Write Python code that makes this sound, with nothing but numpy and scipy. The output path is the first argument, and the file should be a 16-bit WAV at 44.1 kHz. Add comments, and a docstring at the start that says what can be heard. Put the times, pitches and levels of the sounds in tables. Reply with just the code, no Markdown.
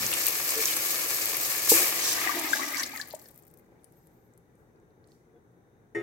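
"""Tomatoes and onions fry in oil in a metal pot, close to the microphone in a quiet kitchen.
Sizzle is thousands of tiny vapour bursts mixed with smooth steam noise; loud drops crack above it.
The first water flashes to steam with a thump; the pour, made of ringing bubbles and air pockets, splashes
and gurgles until it drowns the sizzle. A few last drops tick and steam squeaks on gliding tones;
the pot slips twice with a short groan and rings with a firm knock at the end."""
import sys
import numpy as np
from scipy import signal
from scipy.fft import rfft, irfft
from scipy.io import wavfile

SR = 44100
rng = np.random.default_rng(int(sys.argv[2]) if len(sys.argv) > 2 else 0)


def dump_mix(stems):
    """Bounce the given channels to the path in sys.argv[1] as a 16-bit WAV at rate SR."""
    frames = np.atleast_2d(stems).T  # one column per channel
    limited = np.clip(frames, -1, 1)  # hard clip at full scale
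    pcm = np.round(limited * 32767).astype(np.int16)
    wavfile.write(sys.argv[1], SR, pcm)


N = 265526
TIME = np.arange(N) / SR  # seconds

# base level of the oil sizzle in dB, before the final balance
FRY_DB = -28
# seconds: the water drowns the bottom as the pour tails off; the lesser spits end
DROWN_S, SPITS_END_S = 2.78, 3.6
THUMP_S = 1.718  # the first water lands
# vapour bursts per second at frying strength, before they follow the vigour
BURSTS_PER_S = 4400
# which side is louder, left minus right in dB
OIL_LEFT_DB = 2.8


def from_db(db):
    """Turn decibels into a gain."""
    return 10 ** (np.asarray(db) / 20)


def power_sum(*levels_db):
    """Level in dB of unrelated sounds together: their powers add."""
    return 10 * np.log10(sum(from_db(db) ** 2 for db in levels_db) + 1e-20)


def rms_one(x):
    """Scale a sound to an rms of 1."""
    return x / np.sqrt(np.mean(x ** 2) + 1e-20)


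def at_hz(points, hz):
    """Read a curve of (Hz, value) points along a log-frequency axis."""
    f, value = np.transpose(points)
    return np.interp(np.log(np.maximum(hz, 1)), np.log(f), value)


def pan(left_db):
    """Gains of left and right that differ by left_db."""
    return from_db(np.array([[left_db], [-left_db]]) / 2)


def add(out, s, sound):
    """Mix a short sound in at time s."""
    i = int(np.clip(round(s * SR), 0, N - 1))
    out[:, i:i + sound.shape[-1]] += sound[..., :N - i]


def drift(rate):
    """Smoothed noise with an rms of 1; a higher rate makes it wander faster."""
    step = 40  # samples between the values that are drawn
    r = np.exp(-2 * step * np.pi * rate / SR)
    noise = rng.standard_normal(N // step + 2002)
    slow = signal.lfilter([1], [1, -2 * r, r * r], noise)[2000:]
    return np.interp(np.arange(N) / step, np.arange(len(slow)), rms_one(slow))


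def colour(x, spectrum, size=2048):
    """Filter to the given spectrum with unit power gain; minimum phase, so nothing sounds early."""
    bins_hz = np.arange(size // 2 + 1) * SR / size
    cepstrum = irfft(np.log(from_db(at_hz(spectrum, bins_hz))))
    cepstrum[1:size // 2] *= 2
    cepstrum[size // 2 + 1:] = 0
    kernel = irfft(np.exp(rfft(cepstrum)))
    return signal.oaconvolve(x, kernel[None] / np.linalg.norm(kernel), axes=1)[:, :N]


def resonate(x, hz, width_hz):
    """One resonance with gain 1 at its peak; a narrow one rings longer."""
    r = np.exp(-np.pi * width_hz / SR)
    top = np.array([1, 0, -1]) * (1 - r * r) / 2
    bottom = [1, -2 * r * np.cos(2 * np.pi * hz / SR), r * r]
    return signal.lfilter(top, bottom, x + 1e-18)


def pot_air(x, modes, low_hz, high_hz):
    """A group of air resonances, limited to a band of pitches; rms 1."""
    rings = 0
    for k, (hz, width, db) in enumerate(modes):
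        rings = rings + (-1) ** k * from_db(db) * resonate(x, hz, width)
    band = signal.butter(2, [low_hz, high_hz], "band", fs=SR, output="sos")
    return rms_one(signal.sosfilt(band, rings))


def blend(x, likeness):
    """Make two unrelated channels alike (1), unrelated (0) or opposite (-1)."""
    c = np.clip(likeness, -1, 1)
    mid = np.sqrt(1 + c) * (x[0] + x[1]) / 2
    side = np.sqrt(1 - c) * (x[0] - x[1]) / 2
    return np.array([mid + side, mid - side])


def pot_walls(x, t60, wall_db, size=4096):
    """Dense, dying reflections between the walls of pot or kitchen, different in each channel."""
    t = np.arange(size) / SR
    echoes = rng.standard_normal((2, size)) * from_db(-60 * t / t60) * (t > .0006)
    echoes *= from_db(wall_db) / np.linalg.norm(echoes, axis=1, keepdims=True)
    return x + signal.oaconvolve(x, echoes, axes=1)[:, :N]


def bend(x, octaves):
    """Shift the pitch of a steady sound along a curve by reading it faster or slower."""
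    where = np.cumsum(2 ** np.clip(octaves, -.5, .5)) % (N - 1)
    return np.array([np.interp(where, np.arange(N), channel) for channel in x])


def ebb(held_db, sag_s, sag_db_per_s, fall_db_per_s, remnant_db, fade_db_per_s):
    """A level holds, sags as the water deepens, then falls fast to a slowly fading remnant."""
    drowned = np.maximum(TIME - DROWN_S, 0)
    main_db = held_db - sag_db_per_s * np.maximum(TIME - sag_s, 0) - fall_db_per_s * drowned
    return power_sum(main_db, remnant_db - fade_db_per_s * drowned)


def swell(s, rise, t60):
    """A straight rise to 0 dB, then a steady decay of 60 dB per t60; in dB."""
    t = TIME - s
    return 20 * np.log10(np.clip(t / rise, 1e-9, 1)) - 60 * np.maximum(t - rise, 0) / t60


def swells(rows):
    """The two level curves in dB of a table of swells."""
    curves = []
    for s, rise, t60, *levels_db in rows:
        curves.append(swell(s, rise, t60) + np.array(levels_db)[:, None])
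    return power_sum(*curves)


def chance(per_s):
    """Sample numbers of events that come at random at the given rate."""
    return np.flatnonzero(rng.random(N) < per_s / SR)


def random_clicks(happens, spread_db, cap):
    """Single-sample clicks of uneven size and random sign wherever an event happens."""
    sizes = from_db(spread_db * np.minimum(rng.exponential(1, N), cap))
    return sizes * rng.choice([-1, 1], N) * happens


def bursts(per_s, spread_db, width_hz, count=20, size=4):
    """Tiny vapour bursts; each spot has its pitch and stereo lag, each of four groups its echoes."""
    happens = rng.random(N) < per_s * from_db(2.0 * drift(25)) / SR
    clicks = random_clicks(happens, spread_db, cap=4.5) / np.sqrt(per_s)
    spot = rng.integers(0, count, N)
    quarters = np.zeros((size, 2, N))
    for k, hz in enumerate(np.linspace(700, 15500, count)):
        snap = resonate(clicks * (spot == k), hz, width_hz)
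        lagged = np.roll(snap, rng.integers(-9, 10))
        quarters[k % size] += pan(rng.normal(0, 2.0)) * [snap, lagged]
    return rms_one(sum(pot_walls(quarter, t60=0.027, wall_db=-3.5) for quarter in quarters))


def sizzle(crackle, fizz, oil_db, fizz_db, flash_db, boil_db, steam_db):
    """Oil crackles on dry patches, water flashes off metal and fizzes below; smooth steam runs through."""
    # Each row of these four spectra: pitch in Hz, level in dB per Hz.
    # They colour the frying in oil, the fizz under water, the flash of steam and the boiling water.
    oil_sizzle = [(1800, -36.5), (2500, -10), (3300, -12), (4200, -3.5), (5200, -3), (6400, -2.5),
                  (8000, -3), (9900, -7.5), (11400, -1), (12700, 0.5), (14500, -2.5), (16000, -2.5)]
    wet_sizzle = [(1800, -30), (2600, -3.5), (3400, -1), (4800, -1), (6400, -4), (7500, -4.5),
                  (9900, -10.5), (11300, -6), (12600, -3.5), (14500, -8), (16000, -3)]
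    flash_hiss = [(1800, -32), (2250, -5.5), (2800, -10.5), (3500, -18), (4100, -8.5), (5200, -6.5),
                  (6400, -4), (8100, 0), (9700, -3), (11400, -2.5), (12700, 3), (16000, -4)]
    boil_colour = [(1000, -34.5), (3300, -12), (4700, -5), (6200, -3), (8000, -6.5), (10000, -11),
                   (16000, -23)]
    steam = from_db(steam_db)
    share = 1 / np.sqrt(1 + steam ** 2)  # keeps the power of bursts and steam together steady
    vapour = steam * rng.standard_normal((2, N))
    oily = from_db(oil_db - 0.5) * pan(OIL_LEFT_DB) * colour(share * (crackle + vapour), oil_sizzle)
    wet = from_db(fizz_db - 1.0) * pan(1.6) * colour(share * (fizz + vapour), wet_sizzle)
    boil_steam = steam * rng.standard_normal((2, N))
    boil = from_db(boil_db) * colour(1.1 * share * (fizz + boil_steam), boil_colour)
    flash_steam = steam * rng.standard_normal((2, N))
    flash = colour(share * (crackle + flash_steam), flash_hiss)
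    flash = from_db(flash_db) * pan(OIL_LEFT_DB) * flash
    flicker = from_db(1 * drift(13))
    return flicker * (oily + wet) + flash + boil


def frying_in_air(crackle, high_db, low_db):
    """The air in the pot rings with the frying; sloshes lift its high and low parts."""
    # The frying heard through the air of the dry pot. Each row: pitch in Hz, level in dB per Hz.
    dry_high = [(700, -29), (950, -8), (1180, -1.5), (1480, -7.5), (1750, 0.36), (1950, -5), (2080, -3.5),
                (2230, -0.5), (2450, -2), (2900, -5.5), (3400, -13), (4400, -32.5)]
    # Low air resonances of the dry pot. Each row: pitch in Hz, width in Hz, level in dB.
    dry_low = [(333, 36, 2), (445, 86, 4), (560, 490, -0.5), (860, 260, -16)]
    seethe = crackle + from_db(-1.5) * rng.standard_normal((2, N))
    high = rms_one(colour(blend(seethe, 0.22), dry_high)) * pan(4.4)
    low = pot_air(blend(seethe, 0.91), dry_low, 180, 1100) * pan(2.4)
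    return from_db(power_sum(-37, high_db)) * high + from_db(power_sum(-45, low_db)) * low


def kitchen(cover):
    """Room rumble, hum, whine and hiss; a low flutter swells three times and weakens as water covers."""
    # Spectrum of the room. Each row: pitch in Hz, level in dB per Hz.
    room_spectrum = [(15, -47.5), (25, -9), (86, -9), (119, -6.5), (183, -4), (202, -20.5), (233, -5),
                     (258, -12), (329, -5.5), (456, -6), (631, -18.5), (727, -15.5), (1230, -23.5),
                     (1540, -21), (3200, -46.5), (4160, -67), (7040, -120)]
    # How alike left and right are in the room. Each row: pitch in Hz, likeness from -1 to 1.
    room_likeness = [(60, 0.65), (180, 0.91), (550, 0.64), (1650, -0.53), (4970, -0.19), (15000, -0.25)]
    # Spectrum of the microphone hiss. Each row: pitch in Hz, level in dB per Hz.
    mic_hiss = [(2500, -6), (3300, -4.5), (3700, 0.5), (4200, -5), (5200, -8.5), (6200, 3.5), (7000, -6),
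                (8800, -3.5), (10000, -5), (16000, -4.5)]
    hz = np.arange(N // 2 + 1) * SR / N
    air = blend(rfft(rng.standard_normal((2, N))), at_hz(room_likeness, hz))
    room = rms_one(irfft(air * from_db(at_hz(room_spectrum, hz)), N))
    room = room * from_db(-61.5 + 1.1 * drift(11))
    room = signal.sosfilt(signal.butter(3, 38, "high", fs=SR, output="sos"), room)
    hum_hz = 118 + 2.0 * drift(5.76)
    hum = from_db(-72.0 + 2.5 * drift(4.38)) * np.sin(2 * np.pi * np.cumsum(hum_hz) / SR)
    whine_hz = 3677 + 14 * drift(70)
    whine = from_db(-94.5 + 2.3 * drift(4)) * np.sin(2 * np.pi * np.cumsum(whine_hz) / SR)
    hiss = from_db(-80.0) * colour(rng.standard_normal((2, N)), mic_hiss)
    flutter_modes = [(55, 43, -9.5), (116, 28, 1.5), (192, 140, -5.0)]  # Hz, width in Hz, dB
    flutter = pot_air(blend(rng.standard_normal((2, N)), 0.93), flutter_modes, 35, 290)
    at_first_db = -41 + swell(0, 0.008, 0.5)
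    after_thump_db = -55 + swell(THUMP_S, 0.025, .6)
    under_pour_db = -54 + swell(1.8, .45, 2.2)
    flutter_db = power_sum(-58.5, at_first_db, after_thump_db, under_pour_db)
    flutter = from_db(flutter_db) * (1 - 0.63 * cover) * flutter
    return pan(2.3) * (room + hum + whine + hiss + flutter)


def lesser_spits(heat_db, cover):
    """Random small spits until the pot has cooled; most are high, the more so under water."""
    oil_per_s, wet_per_s = 5, 60
    per_s = (oil_per_s * (1 - cover) + wet_per_s * cover) * (TIME < SPITS_END_S)
    rows = []
    for i in chance(per_s):
        # the level follows half of the sizzle's rise and fall
        db = -18.5 + 0.5 * (heat_db[i] - FRY_DB) + rng.normal(0, 0.8)
        octaves_down = rng.random() ** 2 * (0.8 - 0.74 * cover[i])
        rows.append((i / SR, db, 13800 / 2 ** octaves_down, rng.normal(5, 4)))
    return rows


def spits(heat_db, cover, size=1400):
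    """A drop bursts in a crack of a few cycles, then a short spray; low drops burst more softly."""
    # The loudest drops spitting and ticking.
    # Each row: start in seconds, level in dB before softening, pitch in Hz, left minus right in dB.
    big_spits = [(0.0655, -10, 6260, -4), (0.1292, -15, 2660, 9), (0.1384, -10.5, 9260, 9),
                 (0.2575, -13, 6300, -2), (0.267, -2, 14300, 8), (0.2768, -14, 2600, 2),
                 (0.2835, -8, 12700, 16), (0.5057, -9, 8350, 2), (0.555, -14, 5650, 4),
                 (0.6046, -18, 2300, 0), (0.6561, -4, 6500, -1), (0.6828, -21, 2400, 3),
                 (0.6946, -22, 2830, -3), (0.7156, -22, 2950, -4), (0.731, -18, 4080, -6),
                 (0.7377, -29, 2550, -4), (0.7665, -11, 9000, 3), (0.8619, -12, 13400, 6),
                 (0.9346, -21, 6150, -6), (1.012, -20, 12700, -3), (1.257, -5.5, 13100, 5),
                 (1.3687, -9, 12800, 7), (1.582, -11, 12500, 6.5), (1.9275, -21, 12900, 0),
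                 (2.1286, -11, 12900, 4), (2.7706, -14, 4930, -9), (2.8312, -20, 12000, 4),
                 (2.8332, -16.5, 4730, 8), (2.8635, -27, 6760, 4), (2.9757, -26.5, 4540, 10),
                 (3.0139, -21.5, 4400, 14), (3.0185, -25, 4340, 12), (3.0565, -35, 7220, 8),
                 (3.1034, -32, 11900, 9), (3.1084, -40.5, 3970, 14), (3.1283, -31, 14300, 11),
                 (3.1517, -28.5, 7800, 14), (3.2161, -37, 12100, 10), (3.2416, -40, 15000, 10),
                 (3.2575, -38, 5250, 4), (3.2862, -34.5, 12500, 12), (3.3084, -41, 12800, 6),
                 (3.3598, -42, 12000, 11), (3.377, -37, 13600, 14), (3.391, -48, 13050, 8),
                 (3.435, -47, 7900, 13), (3.5015, -49.5, 8490, 16), (3.5392, -40, 13200, 11),
                 (3.5733, -42, 12300, 10.5), (3.835, -53, 9520, 8), (3.8435, -38.5, 9550, 15),
                 (3.923, -45, 12440, 5), (4.0711, -43.5, 11100, 6), (4.337, -52, 7800, 9.5),
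                 (4.3765, -42.5, 11200, 2.5), (4.5543, -56, 9450, 8), (4.8, -60, 7000, 5),
                 (5.0422, -51.5, 4380, -5.5), (5.0742, -49, 8740, 0), (5.0858, -57, 4260, -0.5),
                 (5.0865, -61, 7960, 0), (5.1187, -46, 4390, -4)]
    out, t = np.zeros((2, N)), np.arange(size) / SR
    for s, db, hz, left_db in list(big_spits) + lesser_spits(heat_db, cover):
        late = np.maximum(t - rng.uniform(0, .00004, (2, 1)), 0)  # tiny delay in each channel
        crack = np.sin(2 * np.pi * hz * late)
        crack = crack * from_db(-60 * late * hz / 16) * (1 - np.exp(-late * hz / 2))
        spray = rms_one(resonate(rng.standard_normal((2, size)), hz, .45 * hz))
        spray = spray * from_db(-12.5 - 60 * t / .028)
        softness = from_db(2.0 * np.log2(hz / 13000))
        drop = crack / np.abs(crack).max() + spray
        add(out, s, from_db(db - 4.0) * softness * pan(left_db) * drop)
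    return out


def sputters():
    """A wet patch boils off in a ragged run of noise that starts fast and dies away."""
    # Ragged little runs of bursts. Each row: start in seconds, time to fall by 18 dB in seconds,
    # level in dB before the raggedness, pitch in Hz, left minus right in dB.
    runs = [(0.122, 0.051, -30, 2920, -3), (0.681, .06, -36.5, 2900, -6), (0.733, .015, -36, 4200, -3),
            (2.39, .012, -27, 7500, 0), (2.831, .016, -28.5, 4900, 2), (2.859, 0.021, -35, 6500, 3),
            (2.959, .025, -43, 12500, 10), (2.968, .04, -42.5, 7160, 6), (2.993, 0.055, -43, 6800, 5),
            (3.012, 0.021, -40, 4400, 10), (3.05, .05, -69, 4500, 5), (3.073, 0.033, -51, 12000, 10),
            (3.104, 0.039, -51, 4150, 9), (3.146, .022, -50, 7900, 12), (3.191, .015, -54, 6000, 6),
            (3.258, 0.013, -53.5, 5000, 5), (3.372, .025, -60, 13000, 10)]
    out, t = np.zeros((2, N)), np.arange(SR // 8) / SR
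    ragged = from_db(4.5 * drift(150))
    for s, length, db, hz, left_db in runs:
        fizz = rms_one(resonate(rng.standard_normal((2, len(t))), hz, .3 * hz))
        rise = np.minimum(t / .003, 1)
        add(out, s, pan(left_db) * from_db(db - 18 * t / length) * rise * fizz)
    return ragged * out


def tones(rows, unsteady, flicker_db):
    """Tones that each swell and fade on an unsteady, curved glide of pitch."""
    out = np.zeros((2, N))
    waver = 1 + unsteady * drift(300)
    flicker = from_db(flicker_db * drift(45))
    for s, length, *pitches_hz, db in rows:
        along = np.linspace(0, 1, int(length * SR))
        hz = np.polyval(np.polyfit([0, .5, 1], pitches_hz, 2), along)
        phase = 2 * np.pi * np.cumsum(hz * waver[:len(along)]) / SR
        add(out, s, pan(3.0) * from_db(db) * np.sin(np.pi * along) * np.sin(phase))
    return flicker * out


def groans():
    """The pot slips on its stand and groans: several gliding tones sound nearly at once."""
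    # One row per tone. Each row: start in seconds, length in seconds,
    # pitch in Hz at start, middle and end, level in dB before the flicker.
    groan_tones = [(0.553, .075, 410, 450, 400, -32), (0.555, .075, 290, 310, 320, -43),
                   (0.55, .1, 1710, 1755, 1775, -42), (5.331, .055, 440, 465, 470, -55),
                   (5.331, .055, 310, 322, 330, -59), (5.336, .06, 705, 713, 715, -67),
                   (5.34, .07, 1500, 1512, 1525, -79), (5.335, .06, 3400, 3410, 3420, -84)]
    return tones(groan_tones, unsteady=.011, flicker_db=1.3)


def pocket(hz, t60, rise, left_db, size=8192):
    """An air pocket swells, rings and rises a little in pitch; the quieter side hears it later."""
    lag_s_per_db = .00003
    lag = np.maximum([[-left_db], [left_db]], 0) * lag_s_per_db
    t = np.maximum(np.arange(size) / SR - lag, 0)
    envelope = from_db(-60 * t / t60) * (1 - np.exp(-t / rise))
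    return pan(left_db) * envelope * np.sin(2 * np.pi * hz * t * (1 + 0.095 * t / t60))


def lesser_plops(splash_db, cover):
    """Random small air pockets while the water runs, as strong as the splash that traps them."""
    per_s = 16 * cover * (TIME < DROWN_S + .3)
    rows = []
    for i in chance(per_s):
        db = splash_db[i] - 0.5 + rng.normal(0, 2.3)
        hz = 2300 / 2 ** (1.2 * rng.random())
        rows.append((i / SR, db, hz, 0.0013, rng.normal(7, 3.0)))
    return rows


def plops(splash_db, cover):
    """The thump of the first water and the ringing air pockets, echoing in the pot."""
    # The thump's tones. Each row: pitch in Hz, level in dB, time to die by 60 dB in seconds.
    thump_tones = [(327.8, -25, 0.24), (450, -8.5, 0.046), (820, -14.5, 0.021)]
    # The largest air pockets. Each row: start in seconds, level in dB before its rise and decay,
    # starting pitch in Hz, rise in seconds, left minus right in dB.
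    big_plops = [(1.775, -16, 2370, .001, 6), (1.785, -28, 348, .002, 2), (1.809, -24, 344, .002, -2),
                 (1.818, -28, 1660, .002, 1), (1.838, -18, 2250, 0.0037, 5), (2.265, -25.5, 746, .001, 1),
                 (2.352, -25, 320, .003, -3), (2.378, -26, 332, .003, -1), (2.445, -32, 328, .003, -1),
                 (2.613, -25, 1240, .002, 10), (2.805, -26, 1685, .0015, 5), (2.828, -24, 2050, .0015, 3),
                 (2.836, -33, 286, .003, 0), (2.872, -36, 2100, .002, 7), (2.916, -33, 2250, .0015, 5),
                 (2.978, -31, 1840, .0015, 3), (3.258, -50, 1740, .0005, 7),
                 (2.281, -16.5, 1910, 0.0017, 10), (2.293, -21.5, 1130, 0.0016, 20.5),
                 (2.368, -25.5, 660, 0.00029, -2.5), (2.449, -25, 1734, 0.00092, 5),
                 (2.532, -13, 1572, 0.0012, 15.5), (2.592, -21.5, 1077, 0.006, 17.5),
                 (2.632, -24, 1910, 0.0016, 13.5), (2.744, -25, 2150, 0.0012, 12.5),
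                 (2.796, -21, 5730, 0.00081, 1), (2.935, -31.5, 856, 0.0024, 0),
                 (2.96, -25.5, 2010, 0.0019, 3.5), (2.998, -24.5, 1680, .0012, 1),
                 (3.138, -25, 604, 0.0015, 5), (3.162, -39, 640, .002, -1), (3.136, -37.5, 874, 0.00027, 2),
                 (3.721, -52.5, 510, .0004, 3.5)]
    out = np.zeros((2, N))
    for hz, db, t60 in thump_tones:
        add(out, THUMP_S, from_db(db) * pocket(hz, t60, rise=0.00084, left_db=2.3))
    for s, db, hz, rise, left_db in big_plops + lesser_plops(splash_db, cover):
        t60 = 0.042 * (1000 / hz) ** 0.15  # high pockets ring shorter
        add(out, s, from_db(db) * pocket(hz, t60, rise, left_db))
    out = signal.sosfilt(signal.butter(1, 170, "high", fs=SR, output="sos"), out + 1e-18)
    return pot_walls(out, t60=0.12, wall_db=-13)


def bubbles(per_s, low_hz, high_hz, cycles, spread_db, count=40):
    """Air bubbles beaten into the water, each ringing for about this many cycles."""
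    clicks = random_clicks(rng.random(N) < per_s / SR, spread_db, cap=3.5)
    dealt, out = rng.integers(0, count, N), np.zeros((2, N))
    for k, hz in enumerate(np.geomspace(low_hz, high_hz, count)):
        ring = resonate(clicks * (dealt == k), hz, 2.2 * hz / cycles)
        out += pan(rng.normal(0, 2.5)) * ring
    return rms_one(pot_walls(out, t60=.03, wall_db=0))


def pour(splash_db, gurgle_db, high_db, low_db):
    """Bubbles ring the air of the pot as splash and gurgle; the gurgle sinks as the pot fills."""
    # Upper, then lower air resonances with water in the pot.
    # Each row: pitch in Hz before bending, width in Hz, level in dB.
    wet_high = [(1130, 200, -4.5), (1612, 346, -2.5), (1730, 220, 0), (1971, 240, -1.5), (2250, 810, -5.5)]
    wet_low = [(285, 50, 1), (487, 610, -1.5), (665.4, 506, 0.5), (882, 64, -5.5)]
    splash = bubbles(1900, 857, 2800, cycles=18, spread_db=3.4)
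    splash = pot_air(splash, wet_high, 1100, 2600) * pan(5.2)
    splash = bend(splash, .045 * drift(9))  # octaves of wander with the sloshing
    gurgle = blend(bubbles(900, 240, 1040, cycles=6.7, spread_db=-0.5), 0.6)
    gurgle = pot_air(gurgle, wet_low, 200, 1100) * pan(0.8)
    half_full_s, sink_octaves_per_s = 2.62, .42
    sink = sink_octaves_per_s * np.clip(half_full_s - TIME, -.3, .4)
    gurgle = bend(gurgle, sink + .03 * drift(7))
    splash = from_db(power_sum(splash_db, high_db)) * splash
    return splash + from_db(power_sum(gurgle_db, low_db)) * gurgle


def squeaks():
    """Steam squeaks out from under the food as high, flickering, gliding tones."""
    # Each row: start in seconds, length in seconds, pitch in Hz at start, middle and end,
    # level in dB before the flicker.
    squeak_tones = [(3.955, 0.052, 12700, 13200, 13300, -68), (4.015, 0.07, 13150, 13000, 12800, -72.5),
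                    (4.095, 0.15, 14340, 14220, 13750, -75.5), (4.225, 0.08, 13800, 13250, 12340, -75)]
    return tones(squeak_tones, unsteady=.008, flicker_db=3.5)


def knocks(size=16384):
    """A padded contact: the pot's tones swell over a few milliseconds above a short rattle."""
    # Each row: start in seconds, level in dB added to every tone.
    hits = [(5.948, -23)]
    # The knocked pot's tones. Each row: pitch in Hz, level in dB relative to the knock,
    # time to die by 60 dB in seconds, rise in seconds.
    pot_tones = [(119.3, -20.5, 0.47, 0.016), (341, 0.5, 0.25, 0.017), (417, 0.5, 0.25, 0.014),
                 (513, -18, 0.2, 0.012), (730, -26, 0.31, 0.0036), (885, -26, 0.29, 0.0045),
                 (1280, -23.5, 0.79, 0.011), (1850, -4, 0.19, 0.0046), (2000, -13, 0.2, .004),
                 (2120, -13, 0.23, 0.0054), (2603, -30, 0.25, 0.0029), (2960, -33, 0.36, .003),
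                 (3553, -34.5, 0.9, 0.01), (4640, -45, 0.11, .002), (5370, -40, 0.3, .002),
                 (5700, -37, 0.26, .002), (6700, -39, 0.3, .002), (6918, -41, 0.3, .002),
                 (8600, -32, 0.072, 0.00093)]
    # The short rattle under a knock. Each row: pitch in Hz, level in dB per Hz.
    rattle_colour = [(40, -26), (120, -4), (220, -2), (400, 8.5), (900, -12), (1350, -11), (2000, 0.5),
                     (3200, -25), (4500, -33), (9000, -32), (16000, -43)]
    out, rattle, t = np.zeros((2, N)), np.zeros((2, N)), np.arange(size) / SR
    for s, knock_db in hits:
        for hz, db, t60, rise in pot_tones:
            ring = from_db(knock_db + db - 60 * t / t60) * (1 - np.exp(-t / rise))
            lag = rng.normal(0, .08, (2, 1)) / max(hz, 1000)
            add(out, s, ring * np.sin(2 * np.pi * hz * (t + lag)))
        noise = blend(rng.standard_normal((2, size)), 0.26)
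        add(rattle, s, noise * from_db(knock_db - 16.0 - 60 * t / 1.3))
    return pan(1.9) * (out + colour(rattle, rattle_colour))


def scene():
    """As water covers the bottom, oil crackle gives way to fizz; the pour drives splash and gurgle."""
    # How oil, fizz, splash and gurgle ebb. Each holds: held level in dB, start of sag in seconds,
    # sag in dB per second, extra fall once drowned in dB per second, remnant in dB,
    # fade of the remnant in dB per second. Levels come before the final balance.
    oil_ebb = (FRY_DB, 1.82, 20, 57, -68.5, 17)
    fizz_ebb = (-29.5, 2, 11.5, 53, -77, 6)
    splash_ebb = (-30.5, 1.5, 7, 54, -77.5, 2)
    gurgle_ebb = (-40.5, 2.5, 21.5, 16, -72, 1)
    # Water meets hot metal and boils up, first in one big flash. Each row: start in seconds,
    # rise in seconds, time to die by 60 dB in seconds, hiss level in dB, boil level in dB.
    surges = [(1.686, 0.011, 0.51, -14.5, -25), (1.94, 0.15, .5, -41.5, -29.5),
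              (2.45, 0.084, 1.1, -47, -38), (2.73, 0.079, 0.11, -45, -37),
              (3.19, 0.051, 0.57, -59.5, -81.5), (3.7, 0.3, 2.1, -74, -86.5), (4.56, .03, .6, -77, -95),
              (5.05, .07, .55, -77.5, -73.5)]
    # The water sloshes. Each row: start in seconds, rise in seconds,
    # time to die by 60 dB in seconds, splash level in dB, gurgle level in dB.
    sloshes = [(1.715, 0.035, 1.04, -29.5, -40), (1.77, .05, 0.41, -38.5, -38), (2.15, .13, 0.27, -32, -51),
               (2.73, 0.081, 0.11, -37, -50), (2.93, 0.032, 0.2, -40.5, -65),
               (3.68, 0.055, 2, -78.5, -67.5)]

    # the water spreads over the bottom: 0 is dry, 1 is covered
    spread_s, spread_takes_s = 1.78, 0.79
    spread = np.clip((TIME - spread_s) / spread_takes_s, 0, 1)
    cover = np.sin(np.pi / 2 * spread) ** 2
    oil_db, splash_db, gurgle_db = ebb(*oil_ebb), ebb(*splash_ebb), ebb(*gurgle_ebb)
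    fizz_db = ebb(*fizz_ebb) + 10 * np.log10(cover + 1e-9)
    heat_db = power_sum(oil_db, fizz_db)
    surge_db, boil_db = swells(surges)
    vigour_db = power_sum(heat_db, surge_db, boil_db) - FRY_DB

    # smooth steam against the bursts: more under water, in a surge and once the fizz has settled
    settled = np.clip((TIME - SPITS_END_S) / .3, 0, 1)
    surge_lift_db = power_sum(heat_db, surge_db) - heat_db
    steam_db = -0.5 + 1.5 * cover + 9 * settled + 0.55 * surge_lift_db

    # bursts come faster when the pot is livelier; under water they ring longer
    crackle = bursts(BURSTS_PER_S * from_db(0.37 * vigour_db), spread_db=3.5, width_hz=2700)
    fizz = bursts(BURSTS_PER_S * from_db(vigour_db), spread_db=0.45, width_hz=420, count=40)
    pot = sizzle(crackle, fizz, oil_db, fizz_db, surge_db, boil_db, steam_db)
    high_db, low_db = swells(sloshes)
    pot += np.sqrt(1 - cover) * frying_in_air(crackle, high_db, low_db)
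    pot += np.sqrt(cover) * pour(splash_db, gurgle_db, high_db, low_db)

    # the kitchen answers the drops and pockets
    drops = spits(heat_db, cover) + sputters() + plops(splash_db, cover)
    drops = pot_walls(drops, t60=.35, wall_db=-14, size=16384)
    return pot + drops + knocks() + squeaks() + groans() + kitchen(cover)


def record(dry):
    """Cut the top steeply above 15900 Hz."""
    return signal.sosfilt(signal.ellip(12, .1, 80, 15900, fs=SR, output="sos"), dry)


dry = scene()
out = record(dry)
dump_mix(out)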